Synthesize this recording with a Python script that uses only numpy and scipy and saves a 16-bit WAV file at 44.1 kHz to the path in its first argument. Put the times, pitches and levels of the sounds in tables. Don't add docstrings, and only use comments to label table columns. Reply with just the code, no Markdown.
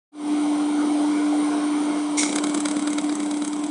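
import sys
import numpy as np
from scipy import signal
from scipy.io import wavfile
from scipy.ndimage import uniform_filter1d

SR = 44100
rng = np.random.default_rng(int(sys.argv[2]) if len(sys.argv) > 2 else 0)


def transcribe(u):
    v = np.clip(np.atleast_2d(u).T, -1, 1)
    q = np.round(v * 32767).astype(np.int16)
    wavfile.write(sys.argv[1], SR, q)


def boost_factor(decibels):
    exponent = np.asarray(decibels, float) / 20
    return 10 ** exponent


N = 163170
T = np.arange(N) / SR

# t/s, level/dB
MIC_GAIN = [
    (0, -0.5),
    (1.9, -0.5),
    (2.2, -1),
    (2.6, -1.5),
    (3.1, -3),
    (3.4, -4.5),
    (3.7, -5),
]
# f/Hz, level/dB per Hz
AIR_CURVE = [(40, -62.5), (90, -20), (150, -35), (210, -5), (330, 0.5), (520, -11.5), (750, -4), (1100, -13),
             (1450, -12), (1780, -30), (2650, -37.5), (3900, -24.5), (4500, -26.5), (6500, -25.5),
            (7050, -24.5), (8400, -25.5)]
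# f/Hz, width/Hz, level/dB
DUCT_HUMPS = [(2209, 372, 18.5), (3040, 590, 9.5), (9060, 380, 9.5), (6970, 420, -8), (1066, 121, 6),
              (10370, 150, -7), (11000, 660, -30.5), (634, 62, 3.5), (824, 50, -4)]
# f/Hz, level/dB rms
MOTOR_WHINE = [(5852, -69), (5950, -54), (6051, -60), (6148, -69), (6804, -58), (6907, -63)]
# f/Hz, level/dB rms
MOTOR_LOW = [(199.5, -45), (700.5, -41.5), (475, -52), (1067, -53)]
# multiple of shaft rate, level/dB rms
STRONG_ORDERS = [(56, -62), (58, -60), (62, -62), (64, -60.5), (65, -60.5), (66, -55), (68, -62),
                 (74, -61.5), (78, -58.5), (81, -62), (89, -64), (98, -63)]
# t/s, level/dB
HUM_SAG = [
    (1.9, 0),
    (2.4, -2),
    (3.1, 1.5),
    (3.2, -1),
    (3.7, 1),
]
# t/s, share of hum lost
HUM_CANCEL = [(2.29, 0.73), (2.33, 0.4), (2.608, 0.47), (2.688, 0.83), (2.801, 1.15), (2.937, .95),
              (3.017, 1.15), (3.152, .65), (3.35, 0.15), (3.454, 1), (3.675, 1.05)]
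# f/Hz, width/Hz, level/dB
JET_BURST = [(2200, 200, -5.5), (3690, 1530, -9), (5760, 800, -4), (6980, 1070, -4), (8800, 1300, -2)]
# f/Hz, width/Hz, level/dB
JET_STEADY = [(7430, 180, 9), (7850, 710, 20.5), (9190, 1800, -8)]
# f/Hz, level/dB rms
JET_WHISTLES = [(6907, -62), (7391, -55), (7494, -58), (7946, -59), (8010, -59), (8080, -55), (8909, -58),
                (9044, -55)]
# t/s, high crack level/dB, low crack level/dB, lift of the hum 0-1
CROSSINGS_EARLY = [(2.2308, -20, -21, 0.9), (2.2614, -37, -33, 0.2), (2.2899, -28, -32, 0.3),
                   (2.3256, -22, -30.5, 0.1), (2.358, -14, -27.5, 0.7), (2.383, -21.5, -25, 0),
                   (2.4383, -19.5, -27.5, 0.25), (2.468, -23, -33.5, 0.45), (2.4942, -24, -34, 0.5),
                   (2.5459, -16, -29.5, 0.2), (2.5747, -24, -32, 0.9), (2.603, -17, -33.5, 0.1),
                   (2.6549, -17, -26, 0.6), (2.6853, -20, -32.5, 0.4), (2.7112, -22, -33, 0.5),
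                   (2.765, -22.5, -30.5, 0.8), (2.7924, -25, -35.5, 0.8), (2.822, -25.5, -37.5, 0.5),
                   (2.873, -21.5, -29, 0.6), (2.9024, -24.5, -41, 0.6), (2.9312, -23, -34, 0.7)]
CROSSINGS_LATE = [(2.9829, -22, -26, 0.39), (3.0127, -27, -43, 0.17), (3.041, -25.5, -39, 0.59),
                  (3.0936, -28, -31, 0.29), (3.1241, -26.5, -36.5, 0.49), (3.1527, -20, -42, 0.25),
                  (3.2012, -25, -33.5, 0.29), (3.23, -28, -38, 0.63), (3.2598, -27, -40, 0.22),
                  (3.3103, -22.5, -33.5, 0.2), (3.3392, -30, -37.5, 0.66), (3.37, -28, -37.5, 0.5),
                  (3.42, -27, -32.5, 0.68), (3.4461, -22, -33, 0.22), (3.4764, -21.5, -38, 0.34),
                  (3.5305, -28, -36, 0.18), (3.5626, -29.5, -45, 0.28), (3.5912, -32, -47, 0.32),
                  (3.6376, -26.5, -36, 0.6), (3.6636, -29, -44, 0.25)]
# f/Hz, width/Hz, level/dB
PART_LOW = [(556, 330, -0.5), (1204, 740, 2), (2228, 360, -0.5), (3305, 670, -1), (3906, 400, -1.5),
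            (4840, 880, -2)]
# f/Hz, width/Hz, level/dB
PART_HIGH = [(5890, 530, -5.5), (6440, 280, 1.5), (7710, 1100, 3.5), (9170, 1300, 5.5)]
# t/s after onset, level/dB
SNAPS = [
    (.0012, -5.5),
    (.0021, 4.5),
    (.0032, -5),
]


def evened(x):
    return x / np.sqrt(np.mean(x ** 2) + 1e-20)


def slow(rate_hz):
    rates = np.geomspace(.3, rate_hz, num=24)
    return evened(sum(np.sin(2 * np.pi * (f * T + rng.random())) / np.sqrt(f) for f in rates))


def resonate(x, hz, width_hz):
    turn = np.exp(2j * np.pi * hz * T[:len(x)])
    r = np.exp(-np.pi * width_hz / SR)
    return 2 * (turn * signal.lfilter([1 - r], [1, -r], x / turn)).real


def twice_resonate(x, hz, width_hz):
    return resonate(resonate(x, hz, width_hz), hz, width_hz)


def body(x, peaks):
    return sum((-1) ** k * boost_factor(db) / np.sqrt(width) * twice_resonate(x, hz, width)
               for k, (hz, width, db) in enumerate(peaks))


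def strike(t, rise, hold, t60):
    release_s = np.clip(t - rise - hold, 0, 3)
    return np.clip(t / rise, 0, 1) * boost_factor(-60 * release_s / t60)


def tones(lines):
    fuzz, width_hz = .4, 14
    noise = rng.standard_normal(N)
    out = np.zeros(N)
    for hz, db in lines:
        clean = np.sqrt(2) * np.sin(2 * np.pi * (hz * T + rng.random()))
        rough = evened(resonate(noise, hz, width_hz))
        out += boost_factor(db) * ((1 - fuzz) * clean + fuzz * rough)
    return out


def duct_air():
    level_db, patch_db, ripple_db, swell_db = -30.5, 2.56, 1.5, 0.53
    frames, hz = N // 256 + 5, np.fft.rfftfreq(1024, 1 / SR)
    a, b, patches = rng.standard_normal((frames, 513, 3)).T
    patches = uniform_filter1d(patches, size=4, axis=0)
    patches = evened(uniform_filter1d(patches, size=20, axis=1))
    f, level = np.transpose(AIR_CURVE)
    shape_db = np.interp(np.log(hz + 1), np.log(f + 1), level)
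    shape_db = shape_db + sum(db * np.exp(-((hz - c) / w) ** 2) for c, w, db in DUCT_HUMPS)
    ripple = ripple_db * rng.standard_normal((len(hz), 1))
    spectrum = (a + 1j * b) * boost_factor(shape_db[:, None] + ripple + patch_db * patches)
    noise = signal.istft(spectrum, nperseg=1024, noverlap=768)[1][:N]
    return boost_factor(level_db + swell_db * slow(4.68)) * evened(noise)


def blade_tone():
    hum_hz, hum_db, wobble_db, wander_rad = 296.35, -22, 1, 0.25
    lift_lag_s, lift_s, cancel_s = 0.0019, 0.0064, .009
    crossings = CROSSINGS_EARLY + CROSSINGS_LATE
    beat = 1 + sum(k * np.exp(-((T - s - lift_lag_s) / lift_s) ** 2) for s, _, _, k in crossings)
    beat = beat - sum(k * np.exp(-((T - s) / cancel_s) ** 2) for s, k in HUM_CANCEL)
    level_db = hum_db + np.interp(T, *np.transpose(HUM_SAG)) + wobble_db * slow(25)
    return np.sqrt(2) * beat * boost_factor(level_db) * np.cos(2 * np.pi * hum_hz * T + wander_rad * slow(12))


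def motor():
    shaft_hz, comb_db, spread_db = 48.886, -70, 3.5
    levels = dict(zip(range(48, 96), comb_db + spread_db * rng.standard_normal(48)))
    levels.update(STRONG_ORDERS)
    shaft = 2 * np.pi * shaft_hz * T + 0.012 * slow(0.71)
    comb = sum(np.sqrt(2) * boost_factor(db) * np.sin(k * shaft + 2 * np.pi * rng.random())
               for k, db in levels.items())
    return comb + tones(MOTOR_WHINE + MOTOR_LOW)


def gas_jet():
    start_s, rise_s, hold_s, t60_s = 2.169, .013, .014, 0.44
    burst_db, steady_db = -20, -44.5
    flutter_hz, flutter_depth = 140, .3
    t = T - start_s
    flutter = evened(resonate(rng.standard_normal(N), flutter_hz, 120))
    flutter = np.maximum(1 + flutter_depth * flutter, 0)
    burst = evened(body(rng.standard_normal(N), JET_BURST))
    burst = boost_factor(burst_db) * strike(t, rise_s, hold_s, t60_s) * burst
    hiss = boost_factor(steady_db) * evened(body(rng.standard_normal(N), JET_STEADY)) + tones(JET_WHISTLES)
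    return flutter * (burst + np.clip(t / 0.15, 0, 1) * hiss)


def ring_part(drive, peaks):
    click = np.eye(1, 600)[0]
    return body(drive, peaks) / abs(body(click, peaks)).max()


def laser():
    lead_s, rise_s, hold_s, t60_s = .006, .005, .008, .035
    sizzle_db, spark_db, high_trim_db, low_trim_db = -24, 4, -2, 8.5
    snap_jitter_s, snap_spread_db = 0.00061, 0.5
    push_hz, push_width_hz, push_db = 208.7, 50, -42.5
    thud_hz, thud_width_hz, thud_db, thud_spread_db = 45, 40, -78, 4
    spark_swing = np.minimum(rng.exponential(1, N), 4)
    sparks = evened(rng.standard_normal(N) * boost_factor(spark_db * spark_swing))
    low, high, push, thud = np.zeros((4, N))
    crossings = CROSSINGS_EARLY + CROSSINGS_LATE
    for (s, high_db, low_db, _), luck in zip(crossings, rng.standard_normal((len(crossings), 10))):
        back_db = -np.interp(s, *np.transpose(MIC_GAIN))
        drive = boost_factor(sizzle_db) * sparks * strike(T - s + lead_s, rise_s, hold_s, t60_s)
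        for (lag, db), (late, sign, size) in zip(SNAPS, luck[1:].reshape(len(SNAPS), -1)):
            at = round((s + lag + snap_jitter_s * late) * SR)
            drive[at] += np.sign(sign) * boost_factor(db + snap_spread_db * size)
        high += boost_factor(high_db + high_trim_db + back_db) * drive
        low += boost_factor(low_db + low_trim_db + back_db) * drive
        push[round(s * SR)] = 1
        thud[round(s * SR)] = boost_factor(thud_spread_db * luck[0])
    rings = ring_part(low, PART_LOW) + ring_part(high, PART_HIGH)
    push = evened(twice_resonate(push, push_hz, push_width_hz))
    thud = evened(twice_resonate(thud, thud_hz, thud_width_hz))
    return rings + boost_factor(push_db) * push + boost_factor(thud_db) * thud


def scene():
    rumble_cut = signal.butter(4, 115, "high", fs=SR, output="sos")
    background = duct_air() + blade_tone() + motor() + gas_jet()
    return (signal.sosfilt(rumble_cut, background) + laser())[None]


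def low_pass(x):
    return signal.sosfilt(signal.butter(12, 11100, fs=SR, output="sos"), x)


def record(dry):
    fade_start_s, fade_s, fade_bend = .117, .2, 1.25
    slope_hz, slope_db_per_khz, edge_hz = 10290, -26.5, 11150
    fade = np.clip((T - fade_start_s) / fade_s, 0, 1) ** fade_bend
    gain = fade * boost_factor(np.interp(T, *np.transpose(MIC_GAIN)))
    hz = np.linspace(0, SR / 2, num=513)
    slope = slope_db_per_khz * np.maximum(hz - slope_hz, 0) / 1000
    edge = -90 * np.clip((hz - edge_hz) / 300, 0, 1)
    colour = boost_factor(slope + edge) * (hz < SR / 2)
    taps = signal.firwin2(401, hz, colour, window=("kaiser", 8), fs=SR)
    mix = signal.oaconvolve(dry, taps[None], "same") * gain
    return low_pass(mix)


dry = scene()
out = record(dry)
transcribe(out)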